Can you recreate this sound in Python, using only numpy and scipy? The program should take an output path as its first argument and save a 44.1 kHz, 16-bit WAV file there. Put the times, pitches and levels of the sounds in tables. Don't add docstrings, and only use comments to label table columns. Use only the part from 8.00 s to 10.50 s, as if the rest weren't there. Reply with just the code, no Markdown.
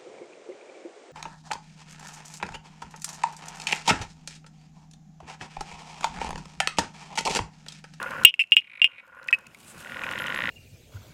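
import sys
import numpy as np
from scipy import signal
from scipy.io import wavfile
from scipy.ndimage import uniform_filter1d

SR = 44100
rng = np.random.default_rng(int(sys.argv[2]) if len(sys.argv) > 2 else 0)


def to_linear_factor(level_db):
    exponent = np.asarray(level_db, float) / 20
    return 10 ** exponent


def to_wav(sig):
    pcm = np.clip(np.atleast_2d(sig), -1, 1) * 32767
    pcm = np.round(pcm).astype(np.int16)
    wavfile.write(sys.argv[1], SR, pcm.T)


N = 110250
T = np.arange(N) / SR

# start in seconds, length in seconds, level in dB, pitch in Hz, pulse gap in ms.
LONG_CLICK = (.2493, .0518, 29, 2845, 3.19)
RINGING_CLICKS = [
    (.5203, .025, 28.5, 2815, 3.28),
    (.8175, .020, 25.5, 2782, 3.15),
]
CRISP_CLICKS = [
    (.5673, .027, 29, 2790, 3.1),
    (.8433, .0235, 28, 2765, 3.09),
]
NEIGHBOUR_CLICK = (.393, 0.029, 18.1, 2706, 3.9)
SINGLE_PULSES = [
    (0.3399, .002, 10.2, 2700, 3.6),
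    (.438, .002, 0.9, 2696, 3.6),
]
TURNED_CLICKS = [
    (1.2859, 0.0052, 1.1, 2580, 6.9),
    (1.3275, 0.02, 12.5, 2561, 3.4),
]
# start in seconds, level in dB,
# pitch in Hz.
FAR_CLICKS = [(1.466, -22.5, 2500), (1.547, -21, 2270), (2.036, -21, 2476), (2.12, -27, 2790),
              (2.19, -24, 2920), (2.27, -23, 2870), (2.299, -27.5, 3050)]
# multiple of the pitch, level in dB.
OVERTONES = [(1.95, -35), (3.0, -42), (3.9, -48), (5, -49)]
# centre in Hz, width in Hz, level in dB.
RASP_BANDS = [(3750, 500, -4), (4920, 500, -1), (7374, 1100, -5), (10000, 1600, -7.5), (12600, 400, -13),
              (14800, 380, -15)]
SAC_WIDTH_HZ = 1300
LOW_FADE_DB_PER_S = 400

# start in seconds, level in dB.
CREAKS = [(0.616, -14), (0.644, -16), (0.672, -13.5), (0.698, -12), (0.716, -11.5), (.734, -10),
          (0.754, -8.5), (.774, -8.5), (.796, -7.5), (0.882, -30.5), (0.9, -25), (0.916, -15.5),
          (.933, -19), (.947, -19), (.959, -17.5), (0.971, -19), (.982, -9), (.990, -14.5), (.998, -10.5)]
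# centre in Hz, width in Hz, level in dB.
CREAK_BODY = [(2313, 270, -5.5), (2080, 520, -20.5), (3820, 310, -21.5), (9400, 2200, -33.5)]

# time in seconds, snaps so far.
RATCHET_COUNT = [(1.848, 0), (1.945, 4), (2.090, 10), (2.114, 11), (2.200, 15), (2.344, 22), (2.361, 23),
                 (2.389, 25), (2.421, 27), (2.491, 31)]
# time in seconds, level in dB.
RATCHET_LEVEL = [(1.85, -22), (2.1, -18.5), (2.3, -16.5), (2.5, -11)]
# centre in Hz, width in Hz, level in dB.
RATCHET_BODY = [(1870, 305, 8), (2745, 710, -4.5), (3780, 690, -11)]

# time in seconds, throbs so far.
THROB_COUNT = [(-.03, 0), (.015, 1), (.147, 4), (.21, 6), (.25, 7), (.725, 16), (.874, 19), (.980, 21),
               (1.260, 27), (1.420, 31), (1.57, 35), (1.655, 36), (1.74, 37), (1.803, 38), (1.855, 39),
               (2.010, 42), (2.245, 47), (2.480, 52), (2.53, 53)]
# time in seconds, level in dB.
TOAD_EFFORT = [(0, -30), (.25, -32.5), (.3, -52.5), (.68, -50), (.75, -34.5), (1, -31.5), (1.2, -27),
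               (1.4, -36), (1.5, -50.5), (1.64, -55.5), (1.74, -43.5), (1.9, -39), (2.1, -35), (2.5, -36)]
# centre in Hz, width in Hz, level in dB.
TOAD_THROAT = [(535, 150, -12.5), (1045, 240, -2.5), (1240, 150, -14.5), (1427, 120, 5), (1700, 640, -11.5),
               (2680, 520, -17)]
# centre in Hz, width in Hz, level in dB.
TOAD_BOOM = [(527, 32, -13), (1051, 40, -16), (1425, 30, -8)]
TOAD_PULSES_PER_S, TOAD_ROUGH = 125, 0.55
THROB_DUTY, THROB_GAP_DB = 0.8, -15

# start in seconds, level in dB, dullness from 0 to 1.
TICKS = [(0.028, -24, 0.47), (0.107, -31, 0.56), (0.235, -26, 0.5), (.292, -14, 0.9), (.35, -31, 0.6),
         (.357, -35, 0.4), (0.43, -23, .4), (.472, -30.5, .7), (0.51, -23, 0.8), (1.067, -32, 0.5),
         (1.078, -31, 0.4), (1.149, -37, 0.54), (1.229, -24.5, 0.9), (1.242, -30, 0), (1.409, -39, 0.33),
         (0.563, -11, 0.6), (0.606, -23, 0.97), (1.274, -27, 0.2), (1.283, -16.5, 0.9), (1.307, -25, 0.7),
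         (1.311, -19.5, 0.9), (1.387, -28, 0.32), (1.468, -26, 0.25), (1.546, -27, 0.6),
         (2.037, -38.5, 0.4), (2.111, -32.5, 0.4), (2.124, -34.5, 0.6), (2.187, -32.5, 0.66),
         (2.267, -33, 0.34), (2.347, -33, 0.5)]
# time in seconds, level in dB.
RUSTLE_LEVEL = [(1.45, -66), (1.6, -45), (1.7, -43.5), (1.755, -47.5), (1.8, -39.5), (1.84, -50),
                (1.9, -52.5), (2, -66)]
BRUSH_S, BRUSH_LENGTH_S, BRUSH_DB = 1.645, .1, -39

# start in seconds, length in seconds, level in dB, start, lowest and end pitch in Hz.
SQUEAKS = [
    (1.03, .058, -51, 12900, 12600, 14700),
    (1.16, .052, -50, 13200, 10450, 10900),
    (2.189, 0.055, -48.5, 12300, 10900, 13800),
    (2.347, 0.048, -48.5, 12200, 10900, 12600),
]

# centre in Hz, width in Hz, level in dB.
HUM_BANDS = [(2550, 700, -48), (5160, 450, -63), (6800, 1000, -62), (11700, 1000, -65)]
# frequency in Hz, density in dB per Hz.
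AIR_COLOUR = [(30, -22), (100, -3.5), (220, -1.5), (400, -10.5), (1500, -13.5), (3500, -28.5),
              (9000, -31.5), (16000, -41.5)]
AIR_DB = -42.5
ECHO_T60_S, ECHO_DB = 0.41, -32.5

# time in seconds, gain in dB.
RECORDER_GAIN = [(.2546, -3.5), (.2562, -25.5), (.272, -24), (.3, -27.5), (.62, -27), (1.05, -27),
                 (1.3, -18), (1.55, -15.5), (1.8, -8.5), (2.05, -1)]
EDGE_HZ = 16000


def evened(x):
    return x / np.sqrt(np.mean(x ** 2) + 1e-20)


def curve(points):
    return np.interp(T, *np.transpose(points))


def add(mix, s, sound):
    part = mix[round(s * SR):][:len(sound)]
    part += sound[:len(part)]


def resonate(x, hz, width):
    turn = np.exp(2j * np.pi * hz * np.arange(len(x)) / SR)
    r = np.exp(-np.pi * width / SR)
    return 2 * (turn * signal.lfilter([1 - r], [1, -r], x / turn + 1e-18)).real


def body(x, peaks):
    out = 0
    for k, (hz, width, db) in enumerate(peaks):
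        out = out + (-1) ** k * to_linear_factor(db) * resonate(resonate(x, hz, width), hz, 2 * width)
    return out


def snap(peaks):
    impulse = 1. * (np.arange(900) == 0)
    ring = body(body(impulse, [(2780, 4600, 0)]), peaks)
    return ring / abs(ring).max()


def click(row, ring_ms, rise_ms, ring_db, accent_db, fade_db, last_db, slip, glide, low_db, rasp_db, jitter,
          slowing_ms, over_db, climb, late_ms, low_ratio=.81):
    start, length, level_db, hz, gap_ms = row
    direct, puffs, through_sac = np.zeros((3, round((length + .05) * SR)))
    t = np.arange(1200) / SR
    u = t * 1000 / rise_ms
    ring = (1 - np.exp(-u ** 3)) * np.exp(-t * 1000 / ring_ms)
    shape = (u * np.exp(1 - u)) ** 3 + to_linear_factor(ring_db) * ring
    chance = rng.standard_normal((24, 3))
    k = np.arange(24)
    times = (k * gap_ms + slowing_ms * k ** 2) / 1000
    times = list(times[times < length])
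    levels = [fade_db * (s / length) ** 1.1 - accent_db * (s > 0) for s in times]
    times.append(times[-1] + late_ms / 1000)
    levels.append(last_db)
    for n, s, db, (a, b, c) in zip(k, times, levels, chance):
        later = s > 0
        f = hz * (1 + 0.041 * jitter * a + glide * (s / 0.039 - .5))
        at = round((s + later * 0.0018 * jitter * c) * SR) / SR
        phase = 2 * np.pi * (f * t + hz * at + climb * at ** 2 / 2 + slip * n + 0.17 * jitter * a)
        edge = sum(to_linear_factor(d + over_db) * np.sin(m * phase) for m, d in OVERTONES)
        edge = edge + to_linear_factor(low_db - LOW_FADE_DB_PER_S * s) * np.sin(low_ratio * phase)
        size = to_linear_factor(db + 1.5 * jitter * b * later) * shape / shape.max()
        add(through_sac if later else direct, at, size * np.sin(phase))
        add(direct, at, size * edge)
        add(puffs, s, size)
    rasp = evened(body(rng.standard_normal(5000), RASP_BANDS))[:len(puffs)]
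    sac = body(through_sac, [(hz, SAC_WIDTH_HZ, 0)])
    return start, to_linear_factor(level_db) * (direct + sac + to_linear_factor(rasp_db) * puffs * rasp)


def reed_frogs():
    out = np.zeros(N)
    for row in RINGING_CLICKS:
        add(out, *click(row, ring_ms=4.34, rise_ms=0.81, ring_db=-2, accent_db=10, fade_db=-13.5, last_db=-57,
                        late_ms=7.8, low_db=-24.5, rasp_db=-37.5, over_db=-5.5, slip=0, climb=2000,
                        glide=.006, jitter=.06, slowing_ms=.004))
    add(out, *click(LONG_CLICK, ring_ms=1.9, rise_ms=0.83, ring_db=-7.5, accent_db=8.5, fade_db=-14.0,
                    last_db=-26, late_ms=6.4, low_db=-28.5, rasp_db=-42.5, over_db=2.5, slip=-.18,
                    climb=2700, glide=.012, jitter=.12, slowing_ms=.012))
    for row, late_ms in zip(CRISP_CLICKS, (5.7, 8.6)):
        add(out, *click(row, ring_ms=1.7, rise_ms=0.89, ring_db=-1, accent_db=7.5, fade_db=-15.5, last_db=-26,
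                        late_ms=late_ms, low_db=-34, rasp_db=-37.5, over_db=-1.0, slip=.19, climb=0,
                        glide=.003, jitter=.1, slowing_ms=.012))
    add(out, *click(NEIGHBOUR_CLICK, ring_ms=5.2, rise_ms=1.27, ring_db=-8, accent_db=0, fade_db=-10.5,
                    last_db=-44, late_ms=6.5, low_db=-11, rasp_db=-33.5, over_db=3.5, slip=.12,
                    climb=13900, glide=.012, jitter=.2, slowing_ms=-.07))
    for row in SINGLE_PULSES:
        add(out, *click(row, ring_ms=3.1, rise_ms=0.95, ring_db=5, accent_db=3, fade_db=0, last_db=-41,
                        late_ms=9, low_db=-9.5, rasp_db=-30, over_db=0, slip=0, climb=0,
                        glide=0, jitter=.2, slowing_ms=0))
    for row, low_db in zip(TURNED_CLICKS, (-3, -11)):
        add(out, *click(row, ring_ms=5.5, rise_ms=1.08, ring_db=2, accent_db=8, fade_db=-4, last_db=-33,
                        late_ms=8, low_db=low_db, rasp_db=-36, over_db=-24, slip=0, climb=3500,
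                        glide=.015, jitter=.2, slowing_ms=0, low_ratio=.74))
    for s, db, hz in FAR_CLICKS:
        row = (s, .011, db, hz, 3.3)
        add(out, *click(row, ring_ms=3.1, rise_ms=0.67, ring_db=3.5, accent_db=2, fade_db=-25, last_db=-25,
                        late_ms=6.6, low_db=-20, rasp_db=-30, over_db=0, slip=.2, climb=0,
                        glide=0, jitter=1, slowing_ms=0))
    return out


def creaks():
    train = np.zeros(N)
    for s, db in CREAKS:
        add(train, s, to_linear_factor([db]))
    creak = snap(CREAK_BODY[:1] + CREAK_BODY[2:])
    for s in (.002, .0068):
        add(creak, s, to_linear_factor(-5.0) * snap(CREAK_BODY[1:2]))
    sharper = [(hz * 1.017, width, db) for hz, width, db in CREAK_BODY[:1]]
    add(creak, .0045, snap(sharper))
    return signal.oaconvolve(train, creak)[:N]


def ratchet():
    starts = np.diff(np.floor(curve(RATCHET_COUNT)), prepend=0) > 0
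    first = np.arange(N) == round(RATCHET_COUNT[0][0] * SR)
    train = starts + 1 * first
    return signal.oaconvolve(train * to_linear_factor(curve(RATCHET_LEVEL)), snap(RATCHET_BODY))[:N]


def toad():
    phase = curve(THROB_COUNT) % 1
    new_throb = np.diff(phase, prepend=0) < 0
    gate = uniform_filter1d(to_linear_factor(np.where(phase < THROB_DUTY, -4 * phase, THROB_GAP_DB)), size=60)
    wander = evened(uniform_filter1d(rng.standard_normal(N), size=400))
    turns = np.cumsum(TOAD_PULSES_PER_S * (1 + .25 * wander)) / SR
    pulses = np.diff(np.floor(turns), prepend=0) + new_throb
    pulses = pulses * to_linear_factor(1.3 * rng.standard_normal(N))
    puffs = np.exp(-(turns % 1) / .5) * rng.standard_normal(N)
    drive = (1 - TOAD_ROUGH) * evened(pulses) + TOAD_ROUGH * evened(puffs)
    strikes = 1. * new_throb
    boom = 0
    for hz, width, db in TOAD_BOOM:
        boom = boom + to_linear_factor(db) * evened(resonate(resonate(strikes, hz, width), hz, 8 * width))
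    return to_linear_factor(curve(TOAD_EFFORT)) * (evened(body(gate * drive, TOAD_THROAT)) + boom)


def leaves():
    out, t = np.zeros(N), np.arange(500) / SR
    decay = np.minimum(t / .0005, 1) * np.exp(-t / .002)
    for s, db, dull in TICKS:
        noise = rng.standard_normal(500)
        bright_part = (1 - dull) * body(noise, [(6800, 4100, 2.6)])
        dull_part = dull * 2 * body(noise, [(3600, 2400, 0)])
        add(out, s, to_linear_factor(db) * evened(bright_part + dull_part) * decay)
    clumps = evened(uniform_filter1d(rng.standard_normal(N), size=150))
    grain = to_linear_factor(3 * clumps) * rng.standard_normal(N)
    rustle = evened(body(grain, [(8860, 3100, 2.5), (3000, 3000, 2), (11800, 4400, -4.5)]))
    brush = body(rng.standard_normal(round(BRUSH_LENGTH_S * SR)), [(8300, 2000, 0)])
    add(out, BRUSH_S, to_linear_factor(BRUSH_DB) * evened(brush) * np.hanning(len(brush)))
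    return out + to_linear_factor(curve(RUSTLE_LEVEL)) * rustle


def squeaks():
    out = np.zeros(N)
    for start, length, db, start_hz, low_hz, end_hz in SQUEAKS:
        u = np.arange(0, 1, 1 / (length * SR))
        fall = (start_hz - low_hz) * np.clip(1 - u / 0.62, 0, 1) ** 2
        rise = (end_hz - low_hz) * np.clip((u - .35) / 0.7, 0, 1) ** 2
        tone = np.sin(2 * np.pi * np.cumsum(low_hz + fall + rise) / SR)
        flutter = evened(uniform_filter1d(rng.standard_normal(4000), size=60))[:len(u)]
        add(out, start, to_linear_factor(db) * np.sin(np.pi * u ** 1.1) * (1 + 0.52 * flutter) * tone)
    return out


def night():
    hz = np.fft.rfftfreq(1024, 1 / SR)
    a, b, patches = rng.standard_normal((N // 256 + 5, 513, 3)).T
    patches = uniform_filter1d(patches, size=10, axis=0)
    patches = evened(uniform_filter1d(patches, size=8, axis=1))
    colour_hz, colour_db = np.transpose(AIR_COLOUR)
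    colour = np.interp(np.log(hz + 1), np.log(colour_hz), colour_db)[:, None]
    spectrum = (a + 1j * b) * to_linear_factor(colour + 2 * patches)
    air = signal.istft(spectrum, nperseg=1024, noverlap=768)[1][:N]
    out = to_linear_factor(AIR_DB) * evened(air)
    for band in HUM_BANDS:
        flicker = to_linear_factor(2.5 * evened(uniform_filter1d(rng.standard_normal(N), size=400)))
        out = out + to_linear_factor(band[2]) * evened(body(flicker * rng.standard_normal(N), [band]))
    return out


def echoes(x):
    t = np.arange(SR // 2) / SR
    scatter = rng.standard_normal(len(t)) * (rng.random(len(t)) < .05)
    tail = scatter * to_linear_factor(-60 * t / ECHO_T60_S) * (t > .004)
    return to_linear_factor(ECHO_DB) * signal.fftconvolve(x, tail / np.linalg.norm(tail))[:N]


def scene():
    near = reed_frogs()
    far = creaks() + ratchet()
    scattered = echoes(near + to_linear_factor(18.5) * far)
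    return (near + far + scattered + toad() + leaves() + squeaks() + night())[None]


def band_limit(x):
    return signal.sosfilt(signal.butter(12, 21460, fs=SR, output="sos"), x)


def record(dry):
    clipped = np.clip(dry * to_linear_factor(curve(RECORDER_GAIN)), -1, 1)
    lowpass = signal.firwin(255, EDGE_HZ, fs=SR)[None]
    limited = signal.oaconvolve(clipped, lowpass, "same")
    return band_limit(limited)


dry = scene()
out = record(dry)
to_wav(out)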